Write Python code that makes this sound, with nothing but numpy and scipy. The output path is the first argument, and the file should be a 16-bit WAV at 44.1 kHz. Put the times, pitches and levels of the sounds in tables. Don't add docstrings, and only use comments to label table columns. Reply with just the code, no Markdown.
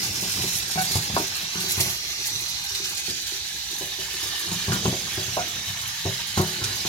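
import sys
import numpy as np
from scipy import signal
from scipy.fft import rfft, irfft, next_fast_len
from scipy.io import wavfile
from scipy.ndimage import uniform_filter1d, map_coordinates

SR = 44100
rng = np.random.default_rng(int(sys.argv[2]) if len(sys.argv) > 2 else 0)


def to_wav(sig):
    pcm = np.clip(np.atleast_2d(sig), -1, 1) * 32767
    pcm = np.round(pcm).astype(np.int16)
    wavfile.write(sys.argv[1], SR, pcm.T)


N = 303494


def amp(db):
    return 10 ** (np.asarray(db) / 20)


def unit(x):
    return x / np.sqrt(np.mean(x ** 2) + 1e-20)


def along(points, hz):
    f, v = np.transpose(points)
    return np.interp(np.log(hz + 1), np.log(f + 1), v)


def curves(rows):
    s, *cols = np.transpose(rows)
    return [np.interp(np.arange(N) / SR, s, c) for c in cols]


def wobble(rate):
    return map_coordinates(rng.standard_normal(int(N * rate / SR) + 4), [np.arange(N) * rate / SR])


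def filtered(x, response):
    m = next_fast_len(N + SR // 2)
    return irfft(rfft(x, m) * response(np.fft.rfftfreq(m, 1 / SR)), m)[..., :N]


# frequency in Hz, left-right likeness (1 = identical).
PORT_LIKENESS = [(100, .98), (400, 0.92), (800, 0.47), (1500, 0.067), (3000, 0.44), (6000, 0.14),
                 (12000, 0.04)]


def ports(pair):
    turn = lambda hz: np.arccos(np.clip(along(PORT_LIKENESS, hz), -1, 1)) / 2
    mid, side = filtered(pair, lambda hz: np.array([np.cos(turn(hz)), np.sin(turn(hz))]))
    return np.array([mid + side, mid - side])


# time in seconds, stream level in dB, spray level in dB, gurgle level in dB.
WATER_LEVELS = [(0.0, -32.5, -35.5, -43.5), (0.3, -29.5, -30, -36.5), (0.65, -33, -40.5, -38.5),
                (0.97, -32, -37, -38.5), (1.15, -33.5, -40, -41), (1.5, -33.5, -39.5, -37.5),
                (1.7, -31, -36.5, -39.5), (1.88, -31.5, -33, -41.5), (2.03, -33, -40.5, -49),
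                (2.25, -31.5, -38, -45), (2.6, -34, -42.5, -40.5), (3.1, -35, -44, -43),
                (3.58, -35, -40, -42), (4.27, -34, -39.5, -38.5), (4.8, -33, -38, -36),
                (5.6, -34.5, -40.5, -40.5), (6.3, -34, -38, -39.5), (6.88, -34, -41, -38.5)]
# frequency in Hz, relative density in dB per Hz.
STREAM_COLOUR = [(1180, -48), (2000, -5.5), (2740, -3), (2950, -9), (3170, -4.5), (3710, -0.5), (4210, 0.5),
                 (5170, -0.5), (6130, 0.5), (8500, -12), (11000, -20), (18700, -120)]
# frequency in Hz, relative density in dB per Hz.
SPRAY_COLOUR = [(4000, -41), (6500, -2), (8400, -10), (10000, -7.5), (11900, -4), (13500, -10),
                (15900, -13.5)]
# frequency in Hz, relative density in dB per Hz.
GURGLE_COLOUR = [(350, -48), (600, -15.5), (650, -11), (812, -2), (1070, -7.5), (1190, -4), (1370, -7.5),
                 (1550, -1.5), (1800, -0.5), (1950, -3.5), (3000, 0.5), (3900, -1), (6600, -120)]
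STREAM_SHARE, GURGLE_SHARE = .35, 0.37


def water():
    stream_db, spray_db, gurgle_db = curves(WATER_LEVELS)
    surge, shower_db = wobble(24), showers()
    stream_bubbles = bubbles(count=12000, hz=4487, spread=0.3845, cycles=9.35, size_db=4.0)
    stream = layer(STREAM_COLOUR, 2.23, 2.1, stream_bubbles, -12.0)
    spray_bubbles = bubbles(count=12000, hz=10750, spread=0.33, cycles=1.7, size_db=8.0)
    spray = layer(SPRAY_COLOUR, 1.8, 0.25, spray_bubbles, -14.5)
    gurgle_bubbles = bubbles(count=4000, hz=1667, spread=0.408, cycles=3.52, size_db=3.0)
    gurgle = layer(GURGLE_COLOUR, 1.45, 2.8, gurgle_bubbles, -14.0)

    stream_gain = amp(stream_db + STREAM_SHARE * shower_db + 0.21 * surge)
    gurgle_gain = amp(gurgle_db + GURGLE_SHARE * shower_db + 1.1 * surge)
    wet = pockets(stream_gain * stream + gurgle_gain * gurgle)
    spray_gain = amp(spray_db + shower_db + 1.13 * surge + 0.32 * wobble(60))
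    wet += spray_gain * spatter(count=120, life=0.015) * spray + slaps()
    return turning_microphone(wet)


def layer(spectrum, patchy_db, streak_db, grains, grain_db):
    mix = rush(patchy_db, streak_db) + amp(grain_db) * grains
    return unit(filtered(ports(mix), lambda hz: amp(along(spectrum, hz))))


def rush(patchy_db, streak_db):
    z = signal.stft(rng.standard_normal((2, N)), nperseg=512)[2]
    chance = rng.standard_normal((2,) + z.shape[1:])
    patches = uniform_filter1d(uniform_filter1d(chance[0], size=5, axis=0), size=8, axis=1)
    streaks = uniform_filter1d(chance[1], size=50, axis=1)
    gain = amp(patchy_db * unit(patches) + streak_db * unit(streaks))
    return unit(signal.istft(z * gain, nperseg=512)[1][:, :N])


def bubbles(count, hz, spread, cycles, size_db):
    when, port = rng.random((2, count, 1))
    pitch = np.clip(hz * np.exp(spread * rng.standard_normal((count, 1))), 300, 15000)
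    k = np.arange(256)
    turns = pitch * k / SR
    rising_sine = np.sin(2 * np.pi * turns * (1 + 0.1103 * turns / cycles))
    grain = rising_sine * np.exp(-turns / cycles) * (1 - np.exp(-turns))
    grain = grain * amp(size_db * np.minimum(rng.exponential(size=(count, 1)), 3.5))
    where = (when * N).astype(int) + k + (port > .5) * (N + 256)
    return unit(np.bincount(where.ravel(), grain.ravel(), 2 * (N + 256)).reshape(2, -1)[:, :N])


# time in seconds, low peak in Hz, high peak in Hz, tilt in dB per octave (from 1500 to 8000 Hz).
AIR_POCKETS = [(0.0, 4500, 5330, -0.5), (0.5, 3800, 5600, 1), (0.9, 4500, 5730, 0.5), (1.3, 3970, 5400, -2),
               (1.55, 3980, 6100, 0), (2.05, 4600, 5860, -4), (2.53, 4030, 5860, 0.2),
               (3.2, 4200, 6200, 0.5), (4.16, 3800, 6200, 0.5), (4.5, 3930, 6600, 2),
               (5.46, 3650, 6200, -0.5), (5.88, 4000, 6100, -0.7), (6.88, 4060, 6000, 1)]
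# centre in Hz, half-width in Hz, lift in dB at full strength (negative = a dip).
SINGING_MODES = [(1780, 170, 2), (2240, 11, 2), (2980, 19, 10.5), (3260, 36, 4), (3680, 18.4, 10),
                 (4130, 73, 4), (5450, 44, 1.5), (6250, 20, -9)]
# time in seconds, share of the lift.
SINGING_STRENGTH = [(0, 0.36), (2.2, 0.28), (3.7, 1), (6.88, 1)]


def pockets(x):
    hz, t, z = signal.stft(x, SR, nperseg=1024)
    s, *columns = np.transpose(AIR_POCKETS)
    low_hz, high_hz, tilt_db = [np.interp(t, s, c) for c in columns]
    singing = np.interp(t, *np.transpose(SINGING_STRENGTH))
    peaks = [(low_hz, 250, 2.5), (high_hz, 350, 3)]
    peaks += [(c, w, db * singing) for c, w, db in SINGING_MODES]
    lift_db = sum(db / (1 + ((hz[:, None] - centre_hz) / width_hz) ** 2) for centre_hz, width_hz, db in peaks)
    lift_db += tilt_db * np.log2(np.clip(hz[:, None], 1500, 8000) / 4200)
    ripple = uniform_filter1d(rng.standard_normal(z.shape), size=2, axis=1)
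    ripple_db = 3.1 * unit(uniform_filter1d(ripple, size=40, axis=2))
    return signal.istft(z * amp(lift_db + ripple_db), SR, nperseg=1024)[1][:, :N]


def spatter(count, life):
    when, size = rng.random((2, count))
    starts = np.bincount((when * N).astype(int), size ** 2, N)
    return 1 + 2.05 * signal.fftconvolve(starts, np.exp(-np.arange(2048) / SR / life))[:N]


# start in seconds, slap level in dB, slap centre in Hz, shower lift over the spray in dB.
WATER_SLAPS = [(0.03, -39, 5240, 6.5), (0.0625, -27, 5240, -3), (0.155, -26, 4290, -5),
               (0.2433, -29, 4160, -3.5), (0.3185, -23, 5730, -2.5), (0.4188, -29, 5360, 7),
               (0.48, -32, 5000, 5), (0.526, -33, 3500, 2.5), (0.626, -27.5, 5640, 2.5),
               (0.71, -26, 6220, 5.5), (0.789, -34, 5700, 5.5), (0.849, -34, 5680, 6.5),
               (0.913, -25, 6300, 5), (0.9544, -21, 5930, 4), (1.0214, -34, 4770, 3),
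               (1.147, -33, 6200, 6.5), (1.18, -25, 6160, 0), (1.25, -36, 5500, 1), (1.358, -36, 5250, 1),
               (1.601, -27, 5920, 6), (1.6945, -36, 4040, 7), (1.8033, -17.5, 6460, 13),
               (2.125, -31, 4320, -1.5), (2.255, -28.5, 6110, 4.5), (2.3765, -32, 5430, -0.5),
               (2.42, -32, 5430, -1), (2.6908, -38, 5330, 6.5), (2.7482, -23, 3950, 8),
               (2.843, -26, 4200, 8.5), (2.947, -29, 6850, -2), (2.9725, -29, 6220, 10),
               (3.06, -35, 4570, 7.5), (3.098, -31, 5500, 6.5), (3.125, -53, 6500, -1),
               (3.266, -32, 4350, 7), (3.71, -29, 6400, 3), (3.999, -37, 5000, 6), (4.0991, -30, 3720, 1.5),
               (4.514, -29, 4110, 2), (4.72, -22.5, 3800, 0), (4.84, -38, 4500, 6), (5.328, -32, 3690, -1),
               (5.589, -31, 3110, -0.5), (5.68, -33, 4090, 2.5), (6.2248, -35, 4110, -6),
               (6.3753, -26, 5340, 6), (6.6395, -19, 4600, 4.5), (6.861, -34, 4500, 5.5)]
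SLAP_T60_S = 0.077
SHOWER_PEAK_S, SHOWER_RISE_S, SHOWER_FALL_S = 0.0085, 0.012, 0.045


def slaps():
    out, t = np.zeros((2, N + SR)), np.arange(8192) / SR
    hz = np.fft.rfftfreq(len(t), 1 / SR)
    for s, db, centre_hz, _ in WATER_SLAPS:
        colour = amp(-6.5 * np.log2((hz + 50) / centre_hz) ** 2)
        puff = unit(irfft(rfft(rng.standard_normal((2, len(t)))) * colour))
        envelope = amp(db - 60 * t / SLAP_T60_S) * (1 - np.exp(-t / 0.001))
        out[:, round(s * SR):][:, :len(t)] += envelope * puff
    return ports(out[:, :N])


def showers():
    t = np.arange(0, N / SR, .002)
    s, _, _, lift_db = np.transpose(WATER_SLAPS)[:, :, None]
    u = t - s - SHOWER_PEAK_S
    shape = np.where(u < 0, np.exp(-(u / SHOWER_RISE_S) ** 2), np.exp(-np.abs(u) / SHOWER_FALL_S))
    return np.interp(np.arange(N) / SR, t, np.sum(lift_db * shape, axis=0))


# time in seconds, lag of the left port in samples (negative = left is moved earlier).
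LEFT_LAG = [(0, -15), (1.4, -14), (1.7, -7.5), (2.3, -6), (2.7, -8.5), (3.1, -4), (4.2, -2), (6.88, -2)]


def turning_microphone(wet):
    lag, = curves(LEFT_LAG)
    left = map_coordinates(wet[0], [np.arange(N) - lag], mode="nearest")
    return np.array([left, wet[1]])


# frequency in Hz, relative level in dB, undamped t60 in seconds.
BASIN_MODES = [(67, -22, 0.29), (100, 4.5, 0.2), (124.4, -3, 0.38), (164.6, -1.5, 0.36), (189, -5, 0.51),
               (260.2, -4, 0.55), (336.8, 6, 0.12), (366.8, -3, 0.48), (385.8, 2, 0.25), (438.3, -8, 0.58),
               (525, -1.5, 0.43), (622.3, -1, 0.41), (699.4, 3, 0.27), (769, 6.5, 0.29), (830, 6, 0.1),
               (951, 3.5, 0.25), (1057, 7, 0.16), (1200, -4, 0.75), (1345, 6, 0.24), (1470, 1, 0.58)]
# start in seconds, boom level in dB, boom centre in Hz, ring level in dB,
# clank level in dB, clank centre in Hz, damping by the hand (1 = free); levels come before each mode's own.
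STEEL_BUMPS = [(0.019, -36, 181, -46, -46, 1500, 1.1), (0.224, -28, 193, -44, -49.5, 756, 1.45),
               (0.389, -29.5, 139, -42, -49, 795, 0.72), (0.439, -30, 178, -33.5, -42, 696, 2.1),
               (0.755, -25.5, 192, -40, -44, 754, 0.86), (0.909, -32, 96.9, -42, -52.5, 1050, 0.72),
               (0.953, -16.5, 110, -36, -39.5, 785, 1.8), (1.099, -21.5, 110, -54, -39.5, 684, 3.4),
               (1.138, -22.5, 124, -60, -44, 1570, 1.6), (1.165, -25, 148, -24, -23, 900, 2.9),
               (1.199, -30, 186, -30, -39, 700, 1.74), (1.429, -35.5, 188, -64, -53.5, 1450, 2),
               (1.553, -28, 189, -38.5, -44.5, 1520, 1), (1.639, -40, 161, -41.5, -54, 774, 0.83),
               (1.775, -21, 113, -40, -44.5, 1200, 1.2), (1.799, -33, 197, -37, -41.5, 514, 1.14),
               (1.859, -31, 98, -41.5, -46, 816, 1.24), (2.33, -36, 92, -55.5, -61, 1560, 0.84),
               (2.706, -48.5, 95, -46, -66, 1570, 0.29), (2.8, -45.5, 172, -42, -58, 1450, 0.74),
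               (2.908, -41, 91.5, -44.5, -48, 1210, 1.7), (3.082, -31.5, 205, -34.5, -52, 501, 3.4),
               (3.099, -33, 91.5, -38, -54, 552, 1.9), (3.321, -55, 153, -44.5, -62, 848, 0.99),
               (3.808, -42, 147, -37, -44, 527, 0.97), (3.986, -42, 132, -43.5, -49.5, 590, 0.74),
               (4.228, -41.5, 93.5, -43.5, -50, 773, 1.2), (4.468, -37, 124, -43, -55, 840, 0.36),
               (4.515, -26, 189, -34, -43, 970, 1.53), (4.68, -14.5, 105, -32, -43.5, 780, 1.3),
               (4.719, -20.5, 175, -29.5, -28.5, 1360, 2.7), (4.761, -34.5, 81, -28.5, -40, 748, 4.1),
               (4.853, -13.5, 169, -20.5, -31.5, 980, 2.65), (4.877, -14.5, 99, -30, -36, 543, 2.5),
               (4.927, -32, 134, -33, -34, 503, 1.8), (5.078, -50, 120, -53, -41.5, 1230, 3.7),
               (5.175, -23.5, 101, -34.5, -42.5, 630, 1.3), (5.279, -27.5, 99.6, -52, -56, 856, 1.2),
               (5.369, -29, 173, -35.5, -26, 730, 1.83), (5.674, -37, 115, -54.5, -72, 799, 0.73),
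               (5.832, -36.5, 92, -63, -47, 1460, 0.59), (6.052, -20.5, 102, -32.5, -37, 540, 1.07),
               (6.373, -14, 144, -30.5, -33, 1040, 1.24), (6.395, -17, 102, -25.5, -33.5, 785, 1.09),
               (6.614, -29, 99.6, -39, -42, 1560, 0.6), (6.849, -28.5, 170, -37.5, -40, 1030, 1.5)]
RING_HZ, RING_SINKS_HZ = 367, 50.7
RING_NARROW_DB = 96
THUD_DB, THUD_T60_S, THUD_WIDTH_HZ = -3, .26, 450
THUD_PER_BOOM = .45
ATTACK_CYCLES, THUD_ATTACK_S = 0.54, .002


def bumps():
    out, t = np.zeros(N + SR), np.arange(SR // 2) / SR
    hz, level_db, t60 = np.transpose(BASIN_MODES)[:, :, None]
    grid_hz = np.fft.rfftfreq(len(t), 1 / SR)
    for s, boom_db, boom_hz, ring_db, clank_db, clank_hz, damping in STEEL_BUMPS:
        low_db = boom_db - 12 * np.log2(hz / boom_hz) ** 2
        ring_hz = RING_HZ - RING_SINKS_HZ * (damping - 1)
        mid_db = ring_db - RING_NARROW_DB / damping ** 2 * np.log2(hz / ring_hz) ** 2
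        high_db = clank_db - 22 * np.log2(hz / clank_hz) ** 2
        part_db = np.where(hz < 230, low_db, np.where(hz < 500, mid_db, high_db))
        strength_db = level_db + part_db + 2.0 * rng.standard_normal(hz.shape)
        gain = amp(strength_db - 60 * t * damping / t60)
        detune = 1 + 0.0193 * rng.standard_normal(hz.shape)
        wander_step = .004 + .024 * np.clip(hz / 300 - 1.2, 0, 1)
        wander = wander_step * np.cumsum(rng.standard_normal(gain.shape), axis=1)
        attack = 1 - np.exp(-t * hz / ATTACK_CYCLES)
        ring = np.sum(gain * attack * np.sin(2 * np.pi * hz * detune * t + wander), axis=0)

        colour = 1 / (1 + ((grid_hz - clank_hz) / THUD_WIDTH_HZ) ** 2) * grid_hz / (grid_hz + 300)
        thud = unit(irfft(rfft(rng.standard_normal(len(t))) * colour))
        thud_db = clank_db + THUD_DB + THUD_PER_BOOM * (boom_db - clank_db)
        thud_gain = amp(thud_db - 60 * t * damping / THUD_T60_S) * (1 - np.exp(-t / THUD_ATTACK_S))
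        out[round(s * SR):][:len(t)] += ring + thud_gain * thud
    return out[:N]


# start in seconds, level in dB, pitch in Hz, hold in seconds.
SKIN_SQUEAKS = [(.774, -24.5, 746, 0.052), (5.383, -31, 710, 0.042)]


def squeaks():
    out, t = np.zeros(N + SR), np.arange(SR // 4) / SR
    for s, db, pitch_hz, held in SKIN_SQUEAKS:
        phase = 2 * np.pi * pitch_hz * t + 0.032 * np.cumsum(rng.standard_normal(len(t)))
        let_go = 1 / (1 + np.exp((t - held) / 0.0023))
        hold = (1 - np.exp(-t / 0.0018)) * (0.54 * np.exp(-t / 0.077) + let_go)
        roughness = 0.052 * np.cumsum(rng.standard_normal(len(t)))
        tone = np.sin(phase) + 0.5 * np.sin(2 * phase + roughness) + 0.17 * np.sin(3 * phase)
        out[round(s * SR):][:len(t)] += amp(db) * hold * tone
    return out[:N]


# time in seconds, boom level in dB, ring level in dB.
DRUM_LEVELS = [(0.0, -41, -44.5), (0.45, -40.5, -49.5), (0.8, -44, -54), (1.1, -38.5, -50),
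               (1.45, -51, -58), (1.78, -42, -49), (2.1, -55, -59), (2.32, -47.5, -53), (2.7, -53, -68),
               (3.0, -59, -54), (3.5, -55, -58.5), (4.3, -51, -52.5), (4.6, -56, -53), (4.75, -31, -50),
               (4.83, -34, -48), (4.92, -36.5, -48), (5.19, -47, -55), (5.42, -39.5, -49),
               (5.85, -52.5, -69), (6.3, -46, -70), (6.65, -38.5, -44.5), (6.88, -48, -52)]
DRUM_CLANK_DB, DRUM_CLANK_FOLLOWS = -58, 1


def drumming():
    out = 0
    groups_hz = [(0, 230), (230, 500), (500, 900)]
    boom_db, ring_db = curves(DRUM_LEVELS)
    clank_db = DRUM_CLANK_DB + DRUM_CLANK_FOLLOWS * (ring_db - ring_db.mean())
    for level_db, (lo, hi) in zip((boom_db, ring_db, clank_db), groups_hz):
        modes = [(c, db, 4.6 / t60) for c, db, t60 in BASIN_MODES if lo <= c < hi]
        body = lambda f: sum(amp(db) * 1j * f * w / (c * c - f * f + 1j * f * w) for c, db, w in modes)
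        push = amp(3.5 * wobble(25)) * rng.standard_normal((2, N))
        out = out + amp(level_db) * unit(filtered(push, body))
    return ports(out)


def fine_hiss():
    rise = lambda hz: 1 / (1 + (12500 / (hz + 1)) ** 6)
    return amp(-51) * unit(filtered(rng.standard_normal((2, N)), rise))


# frequency in Hz, relative density in dB per Hz.
RUMBLE_COLOUR = [(25, -22), (45, 8), (62, 13.5), (100, 1), (160, 2), (250, -28), (500, -21), (900, -54)]


def room():
    noise = ports(rng.standard_normal((2, N)))
    return amp(-48.5) * unit(filtered(noise, lambda hz: amp(along(RUMBLE_COLOUR, hz))))


def scene():
    steel = bumps() + squeaks()

    def right_paths(hz):
        echoes = 0.26 * np.exp(-.011j * hz) - 0.19 * np.exp(-.024j * hz)
        walls = 1 + np.clip(hz / 600, 0, 1) ** 2 * echoes
        return walls * np.exp(-1j * np.clip(hz / 850, 0, 1.4) ** 2)

    right_steel = filtered(steel, right_paths)
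    return np.array([steel, right_steel]) + drumming() + water() + fine_hiss() + room()


# frequency in Hz, left minus right in dB.
PORT_LEAN = [(60, 2), (110, 1.5), (200, 1.5), (380, 2.5), (700, -1.5), (1290, -1.5), (2380, -1), (4400, -5),
             (8120, -4), (15000, -1.5)]
TOP_HZ = 15900


def record(dry):
    lean = lambda hz: amp(np.array([[.5], [-.5]]) * along(PORT_LEAN, hz))
    bass_loss = lambda hz: (1j * hz / 55 / (1 + 1j * hz / 55)) ** 2
    return filtered(dry, lambda hz: lean(hz) * (hz < TOP_HZ) * bass_loss(hz))


dry = scene()
out = record(dry)
to_wav(out)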